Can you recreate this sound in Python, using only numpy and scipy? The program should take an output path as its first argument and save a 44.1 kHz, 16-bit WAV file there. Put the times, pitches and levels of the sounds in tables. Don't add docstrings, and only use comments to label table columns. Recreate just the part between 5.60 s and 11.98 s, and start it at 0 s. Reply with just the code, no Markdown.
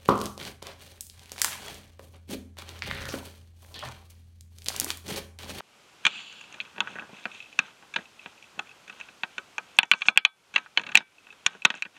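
import sys
import numpy as np
from scipy import signal
from scipy.fft import rfft, irfft
from scipy.io import wavfile

SR = 44100
rng = np.random.default_rng(int(sys.argv[2]) if len(sys.argv) > 2 else 0)


def waveform_to_disk(signal):
    frames = np.transpose(np.atleast_2d(signal))
    scaled = np.clip(frames, -1, 1) * 32767
    samples = np.round(scaled).astype(np.int16)
    wavfile.write(sys.argv[1], SR, samples)


def field_ratio(decibels):
    return 10 ** (np.asarray(decibels, dtype=float) / 20)


N = 281358


def rms_one(x):
    return x / np.sqrt(np.mean(x ** 2) + 1e-20)


def band_filter(low_hz, high_hz):
    return signal.butter(3, [low_hz, min(high_hz, 19000)], "band", fs=SR, output="sos")


def band(x, low_hz, high_hz):
    return signal.sosfilt(band_filter(low_hz, high_hz), x)


def cut_off_crack(at_s=0.0067, hz=1000, peak_db=-24, hiss_db=-41, end_s=0.0076):
    t = np.arange(N) / SR
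    bell = np.exp(-((t - at_s) / 0.00053) ** 2)
    knock = -field_ratio(peak_db) * np.cos(2 * np.pi * hz * (t - at_s)) * bell
    hiss = field_ratio(hiss_db) * rms_one(band(rng.standard_normal(N), 280, 3800))
    return knock + hiss * np.clip((end_s - t) / 0.002, 0, 1)


# start in seconds, peak of the main ring in dB,
# panel ring in dB against it, bright tick in dB against it, length of the break in ms.
THICK_TWIGS = [(0.4514, -8, -6.5, -14.5, 3.4), (0.4657, -2.5, -11, -17, 3.2),
               (1.2042, -8.5, -8, -18.5, 2.2), (1.9896, -6, -8, -14, 2.9), (4.1874, 5, -14, -31, 2.2),
               (4.3142, 2, -13, -24, 3.33), (4.4843, -1, -10.5, -35, 2.15), (4.5744, 5.5, -16.5, -22, 1.4),
               (4.6496, -1, -15.5, -21, 3.26), (4.96, -4, -9.5, -25.5, 3.7), (5.1737, -5, -9, -25, 3.1),
               (5.3533, 5, -14, -20.5, 1.9), (5.3724, -5.5, -10.5, -9, 2.8), (5.8624, -3, -12.5, -10, 3.9),
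               (6.0496, -3, -13, -12.5, 2.5), (6.0524, 0, -8, -12, 2.45)]
DUCK_DB, RECOVER_S = 19, 0.1
SLOW_DUCK_DB, SLOW_RECOVER_S = 0.97, 1
EARLIER_SNAP_DB = -3.5


def gain_db():
    energy = np.full(N, 1e-12)
    for s, peak_db, *_ in THICK_TWIGS:
        energy[round(s * SR)] += field_ratio(2 * min(peak_db, 0))
    energy[0] += field_ratio(2 * EARLIER_SNAP_DB)
    fast = signal.lfilter([1], [1, -np.exp(-1 / (RECOVER_S * SR))], energy)
    slow = signal.lfilter([1], [1, -np.exp(-1 / (SLOW_RECOVER_S * SR))], energy)
    return -DUCK_DB * fast - SLOW_DUCK_DB * slow


# frequency in Hz, level in dB per Hz.
AIR_COLOUR = [(12, -41), (20, -22), (98, -5), (1020, -3.5), (1150, -4), (1430, -3), (1690, -8), (2500, -5),
              (3130, -7), (3600, -9.5), (6830, -13.5), (13400, -28.5), (15800, -37)]
AIR_DB = -57
HISS_DB = -78.5


def air():
    hz = np.maximum(np.arange(N // 2 + 1) * SR / N, 1)
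    colour_hz, colour_db = np.array(AIR_COLOUR).T
    colour = field_ratio(np.interp(np.log(hz), np.log(colour_hz), colour_db))
    rustle = rms_one(irfft(rfft(rng.standard_normal(N)) * colour, N))
    hiss = rms_one(band(rng.standard_normal(N), 5000, 12000))
    return field_ratio(AIR_DB + gain_db()) * rustle + field_ratio(HISS_DB) * hiss


def swell(middle_s, level_db, half_s):
    t = np.arange(0, N, 32) / SR
    return field_ratio(2 * level_db) * np.exp(-((t - middle_s) / max(half_s, 0.005)) ** 2)


# middle in seconds, level in dB, half length in seconds,
# weight of the stir as panel level in dB against the main range.
STIRS = [(0.469, -34.5, 0.012, -9), (.555, -45.5, 0.069, -7), (0.73, -54.5, 0.066, -5.5),
         (0.983, -56.5, 0.11, 0), (1.238, -60.5, 0.056, 10.5), (1.31, -51, 0.052, -18),
         (1.39, -58, .06, 7.5), (1.584, -51.5, 0.053, -6), (1.702, -56, .04, 0),
         (1.766, -48.5, 0.038, -10.5), (1.87, -59.5, 0.092, -15), (2.046, -52, 0.042, -1.5),
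         (2.39, -53.5, 0.034, -2.5), (2.648, -58, .05, -7), (3.04, -66, 0.085, 5.5), (3.4, -57, .09, -2.5),
         (3.754, -61, 0.062, -9), (4.145, -61, 0.078, -5), (4.422, -57, 0.043, -7), (4.468, -53, .025, -21),
         (5.004, -58.5, 0.049, -2), (5.202, -51, 0.014, 2.5), (5.287, -59.5, 0.03, 9),
         (5.385, -50.5, 0.024, -1), (5.713, -68, 0.24, -8), (5.918, -54, 0.045, -0.5),
         (6.13, -55, 0.058, -7), (6.174, -49, 0.02, -6), (6.37, -60, 0.024, -4)]
STIR_THUMP_DB, STIR_THUMP_PER_WEIGHT, STIR_TICK_DB = -5.5, 1.4, -13.5
# middle in seconds, level in dB, half length in seconds.
SWISHES = [
    (4.395, -61, 0.066),
    (4.477, -43, 0.013),
]
LITTER_DB = [-68.5, -76.5, -74, -84]


def stir_levels():
    power = field_ratio(2 * (np.array(LITTER_DB)[:, None] + gain_db()[::32]))
    for s, level_db, half_s, weight_db in STIRS:
        thump_db = STIR_THUMP_DB + STIR_THUMP_PER_WEIGHT * weight_db
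        shares_db = np.array([0, weight_db, thump_db, STIR_TICK_DB])
        power = power + field_ratio(2 * shares_db)[:, None] * swell(s, level_db, half_s)
    power[3] += sum(swell(*row) for row in SWISHES)
    return np.repeat(np.sqrt(power), 32, axis=1)[:, :N]


def rings(modes):
    hz, level_db, t60 = np.array(modes).T[:, :, None]
    t = np.arange(SR // 5) / SR
    return field_ratio(level_db - 60 * t / t60) * np.sin(2 * np.pi * hz * t)


# frequency in Hz, level in dB, time to fall by 60 dB in seconds.
MAIN = [(2648, 10.5, 0.01), (2426, -3.5, 0.033), (2824, -25.5, 0.023), (3008, -5, 0.022), (3296, 5, 0.0087),
        (3740, -4, 0.0061), (4200, -18, 0.02), (2300, -36.5, 0.27), (3820, -35, 0.11), (3434, -38, 0.23)]
PANEL = [(1499.6, 8, 0.034), (1628, 7.5, 0.031), (1850, 4, 0.022), (1195, 1.5, 0.022), (948, -7.5, 0.04),
         (1555, -20, 0.28), (1286, -10.5, 0.14), (1510, -31.5, 0.075)]
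THUMP = [(207.4, -6, 0.032), (305, -13, 0.021), (132.6, -19.5, 0.017), (431.4, -14.5, 0.016)]
TICK = [(6370, 10.5, 0.0075), (6740, -4.5, 0.0096), (5743, -2, 0.014), (8670, -9.5, 0.0052),
        (6870, 0, 0.014), (5150, -31, 0.099)]
SOFT_RING = [(2597, 1.5, 0.042)]
# low edge in Hz, high edge in Hz, dense ring in dB,
# its time to fall by 60 dB in seconds, late ring in dB, its time to fall by 60 dB in seconds.
RANGES = [(2040, 4110, -14, 0.048, -36.5, 0.15), (719, 1915, -5, 0.068, -30.5, 0.27),
          (150, 1095, -8, 0.096, -45.5, 0.33), (4660, 8970, -12, 0.016, -49.5, 0.12)]


def leaves(per_s=3500, size_db=4, broad_db=1):
    out = np.zeros(N)
    for table, span, level in zip((SOFT_RING + MAIN, PANEL, THUMP, TICK), RANGES, stir_levels()):
        low_hz, high_hz = span[:2]
        born = rng.random(N) < per_s / SR
        sizes = field_ratio(size_db * np.minimum(rng.exponential(1, N), 4))
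        grains = born * sizes * rng.choice([-1, 1], N)
        dealt = rng.integers(0, len(table), N)
        rung = np.zeros(N)
        for m, mode in enumerate(rings(table)):
            rung += signal.oaconvolve(grains * (dealt == m), mode[:4000])[:N]
        direct = field_ratio(broad_db) * rms_one(band(grains, low_hz, high_hz))
        crackle = band(rms_one(rung) + direct, 0.61 * low_hz, 0.91 * high_hz)
        out += level * rms_one(crackle)
    return out


# start in seconds, peak of the main ring in dB, panel ring in dB against it,
# bright tick in dB against it, length of the break in ms.
THIN_TWIGS = [(1.002, -16, -21, -40, 1.7), (1.181, -28, 1.5, -29, .6), (1.3952, -27, -13, -32, 0.3),
              (1.6545, -18, -1, -28, 0.51), (1.8029, -29.5, -29, -28, 0.27), (2.3387, -26, -8, -14, 4.1),
              (2.3615, -12.5, -5.5, -25, 3.7), (2.6597, -28, -0.5, -41, 0.29),
              (2.9909, -19, -4.5, -16.5, 4.7), (3.411, -26, -12.5, -22, 1.7),
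              (3.634, -14.5, -6.5, -27.5, 2.7), (3.7805, -20, -3.5, -19, 3.5), (3.981, -17, -3.5, -12.5, 3),
              (4.2308, -13.5, -8, -20, 2.3), (4.3354, -12, -7.5, -38.5, 2.3),
              (4.4182, -14.5, -14, -26, 4.1), (4.949, -30, -7, -15, 5.1), (4.9788, -21, -4.5, -18.5, 5.7),
              (5.1952, -23, -2.5, -19, 1.5), (5.2647, -27.5, -10, -17.5, 6.4),
              (5.3174, -30.5, -3, -21, 5.7), (5.3469, -22.5, -2, -18, 3.7), (6.1025, -14, -5, -21.5, 2.3),
              (6.2226, -13, -13.5, -16, 1.3)]
TWIG_THUMP_DB, THUMP_PER_PANEL = -11.5, 1.97
# start in seconds, peak in dB, bright tick in dB against it.
STALKS = [(0.5564, -33, -27), (0.702, -48, -22), (0.8395, -38.5, -18), (.925, -36.5, -6.5),
          (1.0095, -27, -19), (1.0512, -39, -25), (1.0585, -41, -27), (1.5883, -51, -20),
          (1.6394, -38, -14), (1.7157, -35.5, -27), (1.8244, -36, -19), (1.8403, -42, -21),
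          (1.858, -42, -20), (1.927, -34.5, -15), (2.455, -41, -23), (2.5932, -37.5, -28),
          (2.6145, -43, -25), (2.7783, -44, -22), (2.825, -38, -14), (2.8406, -42, -19), (3.0713, -41, -18),
          (3.0918, -38.5, -16), (3.107, -46, -20), (3.113, -40, -23), (4.8414, -70, 1), (5.5823, -44, -22),
          (5.7038, -36, -34), (6.02, -30, -21), (6.151, -36, -5)]
STALK_PANEL_DB, STALK_THUMP_DB, STALK_MS = -21.5, -28.5, 2.5
# start in seconds, peak in dB, bright tick in dB against it.
LEAF_CRACKS = [(0.4383, -45, -12), (0.5904, -38.5, -18), (0.724, -43, -3), (0.809, -38, -6.5),
               (0.941, -35, -13), (1.409, -55, -5), (1.4435, -55, -5), (1.5832, -45, -21),
               (2.1058, -46, -23), (3.2778, -37, -14), (3.296, -31.5, -16), (3.326, -41, -29),
               (3.3995, -35.5, -8), (3.485, -38, -26), (4.166, -51, 9), (4.252, -52, 3.5), (4.408, -38, -8),
               (4.454, -32, -19), (4.462, -35.5, -19), (4.5586, -32, -28.5), (4.939, -30.5, -14),
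               (5.1642, -42, -21), (5.213, -35.5, -10.5), (5.235, -32.5, -21), (5.2893, -30, -21),
               (5.3153, -44, 0), (5.6673, -41, -43), (5.7244, -40, -16), (6.251, -33, -30),
               (6.3643, -43, -21), (2.3595, -19.5, -26)]
CRACK_PANEL_DB, CRACK_THUMP_DB, CRACK_MS = -4.5, -15, 4.6
# start in seconds, peak in dB,
# panel ring in dB against it, thump in dB against it.
KNOCKS = [(1.273, -29.5, 6, -28), (1.3018, -44, -17, 0), (1.3554, -37, 5, -2), (1.362, -42, 13, -18),
          (1.386, -35.5, 12.5, -4), (1.4216, -43, 9.5, 6), (1.5301, -53, -1, 14), (2.225, -47, 2, 2),
          (2.386, -41, 11, 3.5), (2.977, -51, -7, 10), (5.061, -45.5, 12, -21.5), (5.068, -51, 4, -24),
          (5.4054, -34, 1.5, -13), (5.6878, -49, 1.5, -7), (5.95, -44.5, 4.5, 1.5), (6.1408, -30, 1.5, -15),
          (6.262, -42, 4, -4), (1.162, -40, 1, -17), (1.492, -49, 2, 7), (1.323, -49, 0, 5)]
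KNOCK_TICK_DB, KNOCK_MS = -25, 0.73


def all_breaks():
    breaks = []
    for s, db, panel, tick, ms in THICK_TWIGS + THIN_TWIGS:
        breaks.append((s, db, panel, TWIG_THUMP_DB + THUMP_PER_PANEL * panel, tick, ms))
    for s, db, tick in STALKS:
        breaks.append((s, db, STALK_PANEL_DB, STALK_THUMP_DB, tick, STALK_MS))
    for s, db, tick in LEAF_CRACKS:
        breaks.append((s, db, CRACK_PANEL_DB, CRACK_THUMP_DB, tick, CRACK_MS))
    for s, db, panel, thump in KNOCKS:
        breaks.append((s, db, panel, thump, KNOCK_TICK_DB, KNOCK_MS))
    return breaks


def dense_ring(noise, early_db, early_t60, late_db, late_t60):
    t = np.arange(len(noise)) / SR
    return noise * (field_ratio(early_db - 60 * t / early_t60) + field_ratio(late_db - 60 * t / late_t60))


CLEAN_BREAK_MS = 2.7
RISE_SHARE, SOFT_RISE_MS = 0.22, 0.98


def snaps(spread_db=1.5, fibre_share=0.3):
    out = np.zeros(N + SR)
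    t_ms = np.arange(600) / SR * 1000
    groups = [rings(g) for g in (MAIN, PANEL, THUMP, TICK)]
    soft = rings(SOFT_RING)[0]
    noises = [rms_one(band(rng.standard_normal(N + SR), *span[:2])) for span in RANGES]
    filters = [band_filter(1.049 * span[0], 1.065 * span[1]) for span in RANGES]
    for s, peak_db, panel_db, thump_db, tick_db, ms in all_breaks():
        size, mark = rng.standard_normal((2, 600))
        fibres = np.abs(mark) < fibre_share
        burst = 0.25 * size * fibres * np.exp(-(t_ms / max(ms, 0.1)) ** 2)
        burst[[0, 17]] += np.array([0.45, 1]) * min(1, (CLEAN_BREAK_MS / max(ms, 0.1)) ** 2)
        at = round(s * SR)
        faint = np.clip(-peak_db / 25, 0, 1)
        rise = 1 - np.exp(-t_ms / max(RISE_SHARE * ms + SOFT_RISE_MS * faint, 0.02))
        levels_db = (0, panel_db, thump_db, tick_db)
        for modes, noise, level_db, span, sos in zip(groups, noises, levels_db, RANGES, filters):
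            strike = field_ratio(spread_db * rng.standard_normal(len(modes)))
            start = int(abs(rng.standard_normal()) * SR)
            body = strike @ modes + dense_ring(noise[start:start + modes.shape[1]], *span[2:])
            if modes is groups[0]:
                body = body + faint * np.clip(-panel_db / 12, 0, 3) * soft
            wave = signal.sosfilt(sos, signal.fftconvolve(body, burst))
            wave[:len(t_ms)] *= rise
            out[at:at + len(wave)] += field_ratio(peak_db + level_db) * wave / np.abs(wave).max()
    return out[:N]


def drift(rate_hz):
    knots = rng.standard_normal(int(N / SR * 60) + 2)
    return np.interp(np.arange(N) / SR * rate_hz, np.arange(len(knots)), knots)


# time in seconds, level in dB.
DRAG = [
    (.45, -78),
    (.5, -48),
    (.56, -43.5),
    (.8, -51.5),
    (.93, -60),
]
# frequency in Hz, width in Hz, level in dB.
DRAG_PEAKS = [(2825, 370, -1.5), (3230, 500, -5), (4270, 840, -11), (7000, 280, -18), (7290, 360, -20.5)]


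def drag(flutter_db=0.5):
    rub, out = rng.standard_normal(N), np.zeros(N)
    for hz, width_hz, level_db in DRAG_PEAKS:
        out += field_ratio(level_db) * rms_one(band(rub, hz - width_hz / 2, hz + width_hz / 2))
    t = np.arange(N) / SR
    times_s, levels_db = np.array(DRAG).T
    level_db = np.interp(t, times_s, levels_db) + flutter_db * drift(49.9)
    return (t < times_s[-1]) * field_ratio(level_db) * rms_one(out)


def scene():
    return (cut_off_crack() + air() + leaves() + snaps() + drag())[None]


def roll_off(x):
    return signal.sosfilt(signal.butter(12, 15940, fs=SR, output="sos"), x)


def record(dry):
    clip_level = 1.0
    lost = dry - np.clip(dry, -clip_level, clip_level)
    lost = signal.sosfilt(signal.butter(2, 500, "high", fs=SR, output="sos"), lost)
    return roll_off(np.clip(dry - lost, -clip_level, clip_level))


dry = scene()
out = record(dry)
waveform_to_disk(out)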